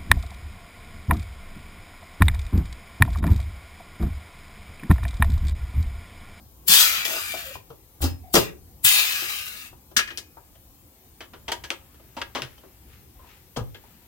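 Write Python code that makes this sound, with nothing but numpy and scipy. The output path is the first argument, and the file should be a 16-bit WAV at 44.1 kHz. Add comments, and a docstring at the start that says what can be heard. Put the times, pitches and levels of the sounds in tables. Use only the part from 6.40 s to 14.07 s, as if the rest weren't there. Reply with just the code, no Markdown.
"""Air rivet gun on a boat deck

An air rivet gun works on an aluminium deck in an open shed. Air jets vent in long rushes and short puffs;
the piston judders back in slips and groans. The mandrel snaps and booms in the hull, then gun, hose and
fitting knock, ring and rub. Jets and friction are shaped noise, blows are noise through resonant modes,
booms and rings are dying sines. A shed tail, distant rumble and microphone hiss lie underneath."""
import sys
import numpy as np
from scipy import signal
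from scipy.fft import rfft, irfft, next_fast_len
from scipy.io import wavfile
from scipy.ndimage import uniform_filter1d, map_coordinates

SR = 44100
rng = np.random.default_rng(int(sys.argv[2]) if len(sys.argv) > 2 else 0)


def wrap_up_sound(samples):
    """Save the sound to the file named by the first command line argument, as 16-bit audio."""
    columns = np.atleast_2d(samples).T
    # keep every value between -1 and 1, then stretch to whole-number steps
    tamed = np.clip(columns, -1, 1)
    steps = np.round(tamed * 32767).astype(np.int16)
    wavfile.write(sys.argv[1], SR, steps)


N = 338247

# Levels are relative to the stage they feed.
# Air bursts; at 0.651 s the piston's jolt renews the first vent: (burst starts [s], lasts [s], rush rise [s],
# rush level [dB], rush fall time, 20 dB at pace 1 [s], leak level [dB], first fizz level [dB])
AIR_BURSTS = [(0.283, .362, 0.024, -14.5, 0.34, -34, -13.5),
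              (.651, .505, .003, -27.5, 0.0362, -33.5, -40.5),
              (1.618, .14, .004, -32.5, 0.08, -69.5, -30.5), (1.94, .16, .004, -24, 0.12, -70.5, -19.5),
              (2.448, 0.83, .006, -19, 0.3, -28, -11.5)]
# Air bands, low rush, cylinder resonance, body, fizz: (rush level [dB], rush decay pace [ratio], leak level [dB])
AIR_BANDS = [(-12.5, 0.6, -4.5), (-10.5, 0.51, -0.7), (0.1, 1.13, 0.16), (2.5, 1.4, 2.5)]
# Jet noise spectrum: (frequency [Hz], level [dB])
JET_SPECTRUM = [(290, -26), (500, -18), (1020, -13), (1360, -4.5), (2610, -3.5), (2980, -10), (3760, -9.5),
                (6160, -10.5), (10800, -15.5), (12700, -13.5), (16000, -13)]
# Exhaust port and cylinder modes: (frequency [Hz], width [Hz], level [dB])
PORT_MODES = [(2360, 18, -1), (2690, 230, -5.5), (3680, 400, -4.5), (4870, 76, -4), (6940, 850, -14),
              (13700, 540, -3)]
AIR_EDGES_HZ = [2200, 2900, 7000]
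RUSH_BEND_POWER, LEAK_FALL_DB_PER_S, LEAK_DROOP_DB = 1.57, 19.5, 6
BURST_ONSET_DB_PER_S, BURST_END_DB_PER_S, FIZZ_T60_S = 2199.5, 601.5, 0.12

# Knocks: (time [s], mid level [dB], low level [dB], high level [dB], t60 [s], struck-spot note [Hz])
KNOCKS = [(0.9384, -33.5, -26, -40.5, 0.089, 657), (1.1524, -41, -28.5, -53, 0.067, 1023),
          (1.3004, -40.5, -33.5, -59, 0.12, 455), (1.603, -50, -31.5, -60.5, 0.16, 297),
          (1.6252, -23, -20.5, -27, 0.083, 310), (1.6383, -27.5, -20.5, -24, 0.16, 266),
          (1.9394, -36, -7.5, -11.5, 0.09, 364), (1.953, -4.5, -4, -8, 0.061, 568),
          (1.9624, -6.5, -4, -20, 0.12, 409.5), (2.8185, -32, -30.5, -35, 0.092, 385),
          (3.3266, -56, -41.5, -65, 0.067, 946), (3.5124, -45.5, -38, -58, 0.092, 594),
          (3.5651, -9, -33, -8, 0.12, 1677), (3.5888, -8.5, -25.5, -24, 0.099, 1685),
          (3.6737, -27.5, -46, -40, 0.13, 1760), (3.7025, -27.5, -34.5, -44.5, 0.13, 1630),
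          (3.7763, -29.5, -37, -26, 0.11, 1680), (3.9686, -63, -37, -58, 0.089, 920),
          (4.1519, -46.5, -50.5, -62, 0.083, 672), (4.8048, -29.5, -32, -43, 0.14, 1674),
          (4.9332, -34, -33.5, -65, 0.12, 1410), (5.0795, -20, -24, -34, 0.13, 870),
          (5.1177, -13.5, -19.5, -20, 0.082, 954), (5.237, -26, -33, -34, 0.12, 937),
          (5.3034, -20, -23, -31.5, 0.11, 1270), (5.5424, -49, -47.5, -56.5, 0.09, 419),
          (5.5964, -50, -45.5, -64, 0.081, 660), (5.7659, -28.5, -29, -42, 0.24, 933),
          (5.8147, -15, -26.5, -30, 0.055, 1190), (5.9513, -19, -20.5, -34, 0.21, 1160),
          (6.0198, -22, -29.5, -35, 0.12, 1480), (6.1786, -48, -43.5, -50.5, 0.081, 3100),
          (6.2337, -60, -39.5, -69, 0.14, 374), (6.79, -60, -50, -70, 0.36, 1040),
          (6.84, -59.5, -50, -70, 0.23, 946), (7.1608, -24.5, -26, -42.5, 0.088, 1010),
          (7.1673, -28, -21, -29.5, 0.095, 475), (7.1877, -32.5, -25.5, -51, 0.11, 493),
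          (7.3442, -32.5, -40.5, -58, 0.12, 467), (7.4368, -58, -45, -61, 0.09, 944)]
# Hard metal ticks: (time [s], level [dB], centre [Hz])
TICKS = [(0.652, -13, 3936), (0.6763, -22, 2455), (1.953, -0.5, 3680), (3.5651, -7.5, 1836),
         (3.7744, -19.5, 4700), (4.8065, -26.5, 1910), (5.1183, -17.5, 5050), (5.3039, -9.5, 2820),
         (5.8154, -32.5, 3260), (5.9504, -15, 2360), (6.0202, -12.5, 2566)]
# Modes of deck sheet, gun body and steel nose: (frequency [Hz], width [Hz], level [dB])
METAL_MODES = [(332, 40, -3), (400, 23, 2.5), (568, 24, -11.5), (920, 20, 0), (1328, 240, -4.5),
               (1658, 23, 6.5), (1890, 89, -14), (2455, 110, -7), (3163, 460, -6), (3410, 31, -7.5),
               (4900, 200, -17), (5600, 200, -13), (5760, 250, -13.5), (6960, 250, -9.5)]
# How strongly a struck spot sounds its note: (frequency [Hz], level [dB])
SPOT_LEVELS = [(300, 11), (390, 8), (460, 7.5), (570, -4), (680, 10.5), (930, 13), (1040, 12), (1180, 4.5),
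               (1290, 10), (1550, 1.5), (1750, 10), (3100, 13.5)]
# Broad rattle bands, low to top: (centre [Hz], width [Hz], level before cubing [dB])
RATTLE_BANDS = [(520, 1124, 3.78), (2170, 3330, 1.64), (5200, 6100, 2.5), (11800, 6400, 2.8)]
TOP_BAND_REL_HIGH_DB = -8.5
# Piston slips back: even gaps, mid and high levels fall slip by slip
JUDDER_START_S, SLIP_GAP_S, SLIP_COUNT, SLIP_T60_S, SLIP_NOTE_HZ = .6504, .027, 5, .09, 663
SLIP_MID_DB, SLIP_LOW_DB, SLIP_HIGH_REL_MID_DB, SLIP_LOSS_DB = -20.5, -28, -5.0, 3

# Hull booms: (time [s], level [dB], pitch [Hz], held before decay [s])
BOOMS = [(0.294, -26, 183, 0.00084), (1.153, -41, 87, .005), (1.301, -44, 136, 0.016),
         (1.606, -30.5, 76, .01), (1.624, -20, 79, 0.037), (1.638, -25.5, 269.5, 0.016),
         (1.71, -32, 88.3, .04), (1.944, -16, 198, 0.0013), (1.949, -28.5, 286, 0.025),
         (1.975, -19.5, 167.5, 0.0089), (2.0, -32, 110, .04), (2.447, -31, 127, 0.00087),
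         (3.566, -28.5, 226, .001), (5.08, -48.5, 71.5, .04), (5.768, -35, 238, 0.00092),
         (5.95, -36.5, 253, 0.011), (6.016, -39, 130.5, 0.037), (7.17, -24, 228, 0.0045),
         (7.18, -22.5, 126, 0.0064), (7.213, -23.5, 106, 0.014)]
BOOM_RISE_S, BOOM_T60_S, HULL_MODE_HZ, HULL_MODE_GAIN = 0.0017, 0.081, 76, 0.4

# Piston and hose groans: (time [s], length [s], level [dB], centre pitch from [Hz], centre pitch to [Hz])
GROANS = [(0.932, 0.13, -39.5, 702, 662), (1.055, 0.08, -44, 547, 514), (1.832, 0.14, -49, 720, 733)]
# Thin gun parts ringing: (time [s], frequency [Hz], level [dB], t60 [s])
THIN_RINGS = [(1.66, 5140, -43, 0.25), (1.9, 4640, -65, 0.27), (2.031, 2258, -63, 0.92),
              (3.599, 2455, -36.5, 0.57), (3.58, 1700, -32, .3)]
GROAN_EDGE_S, GROAN_FADE_DB, THIRD_PARTIAL_DB = 0.0081, 8.5, -16

# Rubbing of hands and hose: (loudest [s], level [dB], time to fall 13.2 dB [s])
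RUBS = [(5.57, -66.5, 1.85), (6.08, -60.5, .2), (6.535, -58, .07), (6.905, -56, .11), (7.506, -63.5, 0.4)]
# Friction spectrum: (frequency [Hz], level [dB])
CLOTH_SPECTRUM = [(710, -31), (1200, -3.5), (2550, -3), (4810, -11.5), (8000, -19), (10400, -41),
                  (17600, -120)]
RUB_FALL_DB, RUB_RISE_PER_FADE = 13.2, .8

# Gun position as arrival lead: (time [s], left lead [samples])
LEFT_LEAD = [(0, 8), (3.9, 8), (4.4, -2), (6.8, -2), (7.1, 5), (7.7, 5)]
# Gun position as level: (time [s], left minus right [dB])
PAN = [(0, 2), (1.4, 0.5), (2.2, 1), (3.9, 3), (4.4, -1), (6.8, 2), (7.7, 4)]
# Shed decay: (frequency [Hz], t60 [s])
SHED_T60 = [(100, 0.51), (1000, 0.26), (5000, 0.18), (15000, 0.2)]
SHED_NEAR_DB, SHED_JET_DB, SHED_DELAY_SAMPLES = -9, -3, 400
# Background spectrum: (frequency [Hz], level [dB])
FLOOR_SPECTRUM = [(15, -38.5), (25, -15.5), (64, 0.5), (153, -12), (345, -18.5), (440, -24.5), (531, -23.5),
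                  (576, -31.5), (755, -26), (1570, -38.5), (11000, -36.5), (13300, -29), (16000, -34.5)]
# Background left-right likeness: (frequency [Hz], correlation [-1 to 1])
FLOOR_ALIKE = [(60, 0.9), (180, 0.86), (550, 0.68), (1650, 0.18), (4970, -0.37), (15000, 0.19)]
HISS_GAIN_DB, RUMBLE_DB, RUMBLE_SWAY_DB = -47.5, -55, 1.5
# Microphone imbalance: (frequency [Hz], left minus right [dB])
MIC_LEAN = [(60, 1), (700, 2), (4000, 3), (15000, 6)]
BAND_LIMIT_HZ = 16190


def amp(db):
    """dB to amplitude."""
    return 10 ** (np.asarray(db) / 20)


def unit(x):
    """Scale to unit RMS."""
    return x / np.sqrt(np.mean(np.abs(x) ** 2) + 1e-20)


def since(s):
    """Seconds since s, 0 before it."""
    return np.maximum(np.arange(N) / SR - s, 0)


def along(points, hz):
    """Interpolate (Hz, value) points on a log axis."""
    f, v = np.transpose(points)
    return np.interp(np.log(hz + 1), np.log(f + 1), v)


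def curves(rows):
    """One value per sample for each column after the time."""
    s, *cols = np.transpose(rows)
    return [np.interp(np.arange(N) / SR, s, c) for c in cols]


def wobble(rate_hz):
    """Smooth random curve, rate_hz knots a second."""
    knots = rng.standard_normal(int(N * rate_hz / SR) + 4)
    return map_coordinates(knots, [np.arange(N) * rate_hz / SR])


def filtered(x, response):
    """Multiply the spectrum of x by response(Hz)."""
    m = next_fast_len(N + SR // 2)
    return irfft(rfft(x, m) * response(np.fft.rfftfreq(m, 1 / SR)), m)[..., :N]


def resonances(modes, f):
    """Causal sum of (Hz, width Hz, dB) modes, signs alternating."""
    total = 0
    for k, (centre, width, db) in enumerate(modes):
        damping = 1j * f * width
        total = total + (-1) ** k * amp(db) * damping / (centre * centre - f * f + damping)
    return total


def pair(shape, alike):
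    """Two noises with correlation alike."""
    a, b = rng.standard_normal((2, *shape))
    turn = np.arccos(np.clip(alike, -1, 1)) / 2
    return np.array([np.cos(turn) * a + np.sin(turn) * b, np.cos(turn) * a - np.sin(turn) * b])


def patchy(x, patchy_db, long_frames=8):
    """Random gain patches over time and frequency."""
    z = signal.stft(x, nperseg=1024)[2]
    field = uniform_filter1d(rng.standard_normal(z.shape[1:]), 2, 0)
    field = uniform_filter1d(field, long_frames, 1)
    return signal.istft(z * amp(patchy_db * unit(field)), nperseg=1024)[1][:, :N]


def air():
    """Turbulent jet coloured by the port: a rush collapsing as the cylinder empties, over a slowly dying leak."""
    def colour(f):
        return amp(along(JET_SPECTRUM, f)) * (0.47 + 1.1 * np.abs(resonances(PORT_MODES, f)))

    def band_masks(f):
        return np.digitize(f, AIR_EDGES_HZ) == np.arange(4)[:, None, None]

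    noise = patchy(pair((N,), alike=0.47), patchy_db=4.0, long_frames=11)
    bands = filtered(noise, lambda f: colour(f) * band_masks(f))
    in_rush_db, pace, in_leak_db = np.transpose(AIR_BANDS)[:, :, None]
    power = np.zeros((4, N))
    for s, lasts_s, rise_s, rush_db, rush_s, leak_db, fizz_db in AIR_BURSTS:
        t = since(s)
        rush = amp(rush_db + in_rush_db - 20 * pace * (t / rush_s) ** RUSH_BEND_POWER)
        rush = rush * (1 - .6 * np.exp(-t / rise_s))
        leak_fall_db = LEAK_FALL_DB_PER_S * t + LEAK_DROOP_DB * (t / lasts_s) ** 4
        leak = amp(leak_db + in_leak_db - leak_fall_db)
        flow = rush ** 2 + leak ** 2
        flow[-1] += amp(fizz_db - 60 * t / FIZZ_T60_S) ** 2  # first fizz, top band only
        before_s = np.maximum(s - np.arange(N) / SR, 0)
        gate = amp(-BURST_END_DB_PER_S * since(s + lasts_s) - BURST_ONSET_DB_PER_S * before_s)
        power += flow * gate ** 2
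    eddies = amp(1.0 * wobble(300) + 0.92 * wobble(40))
    return eddies * sum(np.sqrt(p) * unit(band) for p, band in zip(power, bands))


def judder():
    """Evenly spaced piston slips, as KNOCKS rows; mid and high levels weaken slip by slip."""
    slips = []
    for k in range(SLIP_COUNT):
        mid_db = SLIP_MID_DB - k * SLIP_LOSS_DB
        high_db = mid_db + SLIP_HIGH_REL_MID_DB
        slips.append((JUDDER_START_S + k * SLIP_GAP_S, mid_db, SLIP_LOW_DB, high_db, SLIP_T60_S, SLIP_NOTE_HZ))
    return slips


def knocks():
    """Blows as dying broadband rattle exciting metal modes and the struck spot's note; hard contacts add ticks."""
    size = 2 ** 13
    t, f = np.arange(size) / SR, np.fft.rfftfreq(size, 1 / SR)
    modes = np.array([(-1) ** k * resonances([mode], f) for k, mode in enumerate(METAL_MODES)])
    broad = [resonances([band], f) ** 3 for band in RATTLE_BANDS]
    rise = (1 - np.exp(-t / 0.001)) ** 2
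    fade = np.cos(np.pi / 2 * t / t[-1])
    out = np.zeros((2, N + size))
    for s, mid_db, low_db, high_db, t60_s, note_hz in judder() + list(KNOCKS):
        levels = amp([low_db, mid_db, high_db, high_db + TOP_BAND_REL_HIGH_DB])
        dull_burst = rise * amp(-60 * t / t60_s) * pair(t.shape, alike=0.66)
        bright_burst = rise * amp(-60 * t / (0.9 * t60_s)) * pair(t.shape, alike=0.27)  # treble dies sooner
        dull = rfft(dull_burst) * (levels[:2] @ broad[:2])
        bright = rfft(bright_burst) * (levels[2:] @ broad[2:])
        ringing = .6 + amp(rng.normal(0, 2.5, len(modes))) @ modes  # mode levels vary per blow
        note = resonances([(note_hz, 0.05 * note_hz, along(SPOT_LEVELS, note_hz))], f)
        out[:, round(s * SR):][:, :size] += fade * irfft((dull + bright) * (ringing + note))
    for s, db, centre_hz in TICKS:
        crack = amp(db - 60 * t / .006) * pair(t.shape, alike=.8)
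        body = resonances([(centre_hz, 1.3 * centre_hz, 3)], f) ** 2
        out[:, round(s * SR):][:, :size] += fade * irfft(rfft(crack) * body)
    return out[:, :N]


def booms():
    """A hull panel swells and dies as an unsteady sine and stirs a low hull mode."""
    t, out = np.arange(SR // 2) / SR, np.zeros(N + SR)
    for s, db, hz, held_s in BOOMS:
        swell = (1 - np.exp(-t / BOOM_RISE_S)) * amp(db - 60 * np.maximum(t - held_s, 0) / BOOM_T60_S)
        panel = np.sin(2 * np.pi * hz * t)
        hull = HULL_MODE_GAIN * np.sin(2 * np.pi * HULL_MODE_HZ * t)
        out[round(s * SR):][:len(t)] += swell * (panel + hull)
    return out[:N] * amp(2 * wobble(90))


def piston():
    """Sliding groans of rough, breaking pitch with a weak third partial, plus dying sines of thin gun parts."""
    out, flutter, breaks = np.zeros(N), 1 + .055 * wobble(300), amp(3.5 * wobble(70))
    for s, length_s, db, from_hz, to_hz in GROANS:
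        gone = since(s) / length_s
        pitch_hz = (from_hz + (to_hz - from_hz) * gone) * flutter
        phase = 2 * np.pi * np.cumsum(pitch_hz) / SR
        edges = np.clip(np.minimum(gone, 1 - gone) * length_s / GROAN_EDGE_S, 0, 1)
        tone = np.sin(phase) + amp(THIRD_PARTIAL_DB) * np.sin(3 * phase)
        out += edges * breaks * amp(db - GROAN_FADE_DB * gone) * tone
    t, waver_rad = np.arange(SR // 2) / SR, .6 * wobble(80)
    for s, hz, db, t60_s in THIN_RINGS:
        at = slice(round(s * SR), round(s * SR) + len(t))
        out[at] += amp(db - 60 * t / t60_s) * np.sin(2 * np.pi * hz * t + waver_rad[at])
    return out


def rubbing():
    """Grainy friction noise of hands and hose, swelling and fading in strokes."""
    grains = pair((N,), alike=0.25) * amp(1.3 * wobble(220))
    t, strokes = np.arange(N) / SR, 0
    for s, db, fade_s in RUBS:
        away = np.maximum((t - s) / fade_s, (s - t) / (RUB_RISE_PER_FADE * fade_s))
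        strokes = strokes + amp(db - RUB_FALL_DB * away)
    return strokes * unit(filtered(grains, lambda f: amp(along(CLOTH_SPECTRUM, f))))


def ports(x):
    """Direct path to two microphone ports: arrival lead and level follow the moving gun."""
    lead, pan_db = curves(LEFT_LEAD)[0], curves(PAN)[0]
    right = map_coordinates(x[1], [np.arange(N) - lead])
    return np.array([x[0], right]) * amp([pan_db / 2, -pan_db / 2])


def shed(x):
    """Delayed diffuse tail; each frequency dies at its own rate."""
    hz, t, z = signal.stft(rng.standard_normal((2, SR // 2)), SR, nperseg=256)
    decay = amp(-60 * t / along(SHED_T60, hz)[:, None])
    tail = signal.istft(z * decay, SR, nperseg=256)[1]
    delayed = np.pad(x.mean(0), (SHED_DELAY_SAMPLES, 0))[None]
    return signal.fftconvolve(delayed, tail / np.linalg.norm(tail[0]), axes=1)[:, :N]


def floor():
    """Far rumble, alike in both ports and slowly swaying, under microphone hiss; likeness varies with frequency."""
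    def mid_side(hz):
        turn = np.arccos(np.clip(along(FLOOR_ALIKE, hz), -1, 1)) / 2
        return amp(along(FLOOR_SPECTRUM, hz)) * [np.cos(turn), np.sin(turn)]

    noise = patchy(rng.standard_normal((2, N)), patchy_db=3.0)
    mid, side = filtered(noise, mid_side)
    both = unit(np.array([mid + side, mid - side]))
    low = filtered(both, lambda f: 1 / (1 + (f / 400) ** 2))
    rumble = amp(RUMBLE_DB + RUMBLE_SWAY_DB * wobble(1.8)) * unit(low)
    return amp(HISS_GAIN_DB) * (both - low) + rumble


def scene():
    """Sum the direct sources, the shed tail and the background."""
    near = knocks() + booms() + piston() + rubbing()
    jet = air()
    return ports(near + jet) + shed(amp(SHED_NEAR_DB) * near + amp(SHED_JET_DB) * jet) + floor()


def record(dry):
    """Unequal microphone ports, soft ceiling at full scale, then a sharp band limit."""
    lean = filtered(dry, lambda hz: amp(np.outer([.5, -.5], along(MIC_LEAN, hz))))
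    held = lean / (1 + np.abs(lean) ** 6) ** (1 / 6)
    return filtered(held, lambda hz: hz < BAND_LIMIT_HZ)


dry = scene()
out = record(dry)
wrap_up_sound(out)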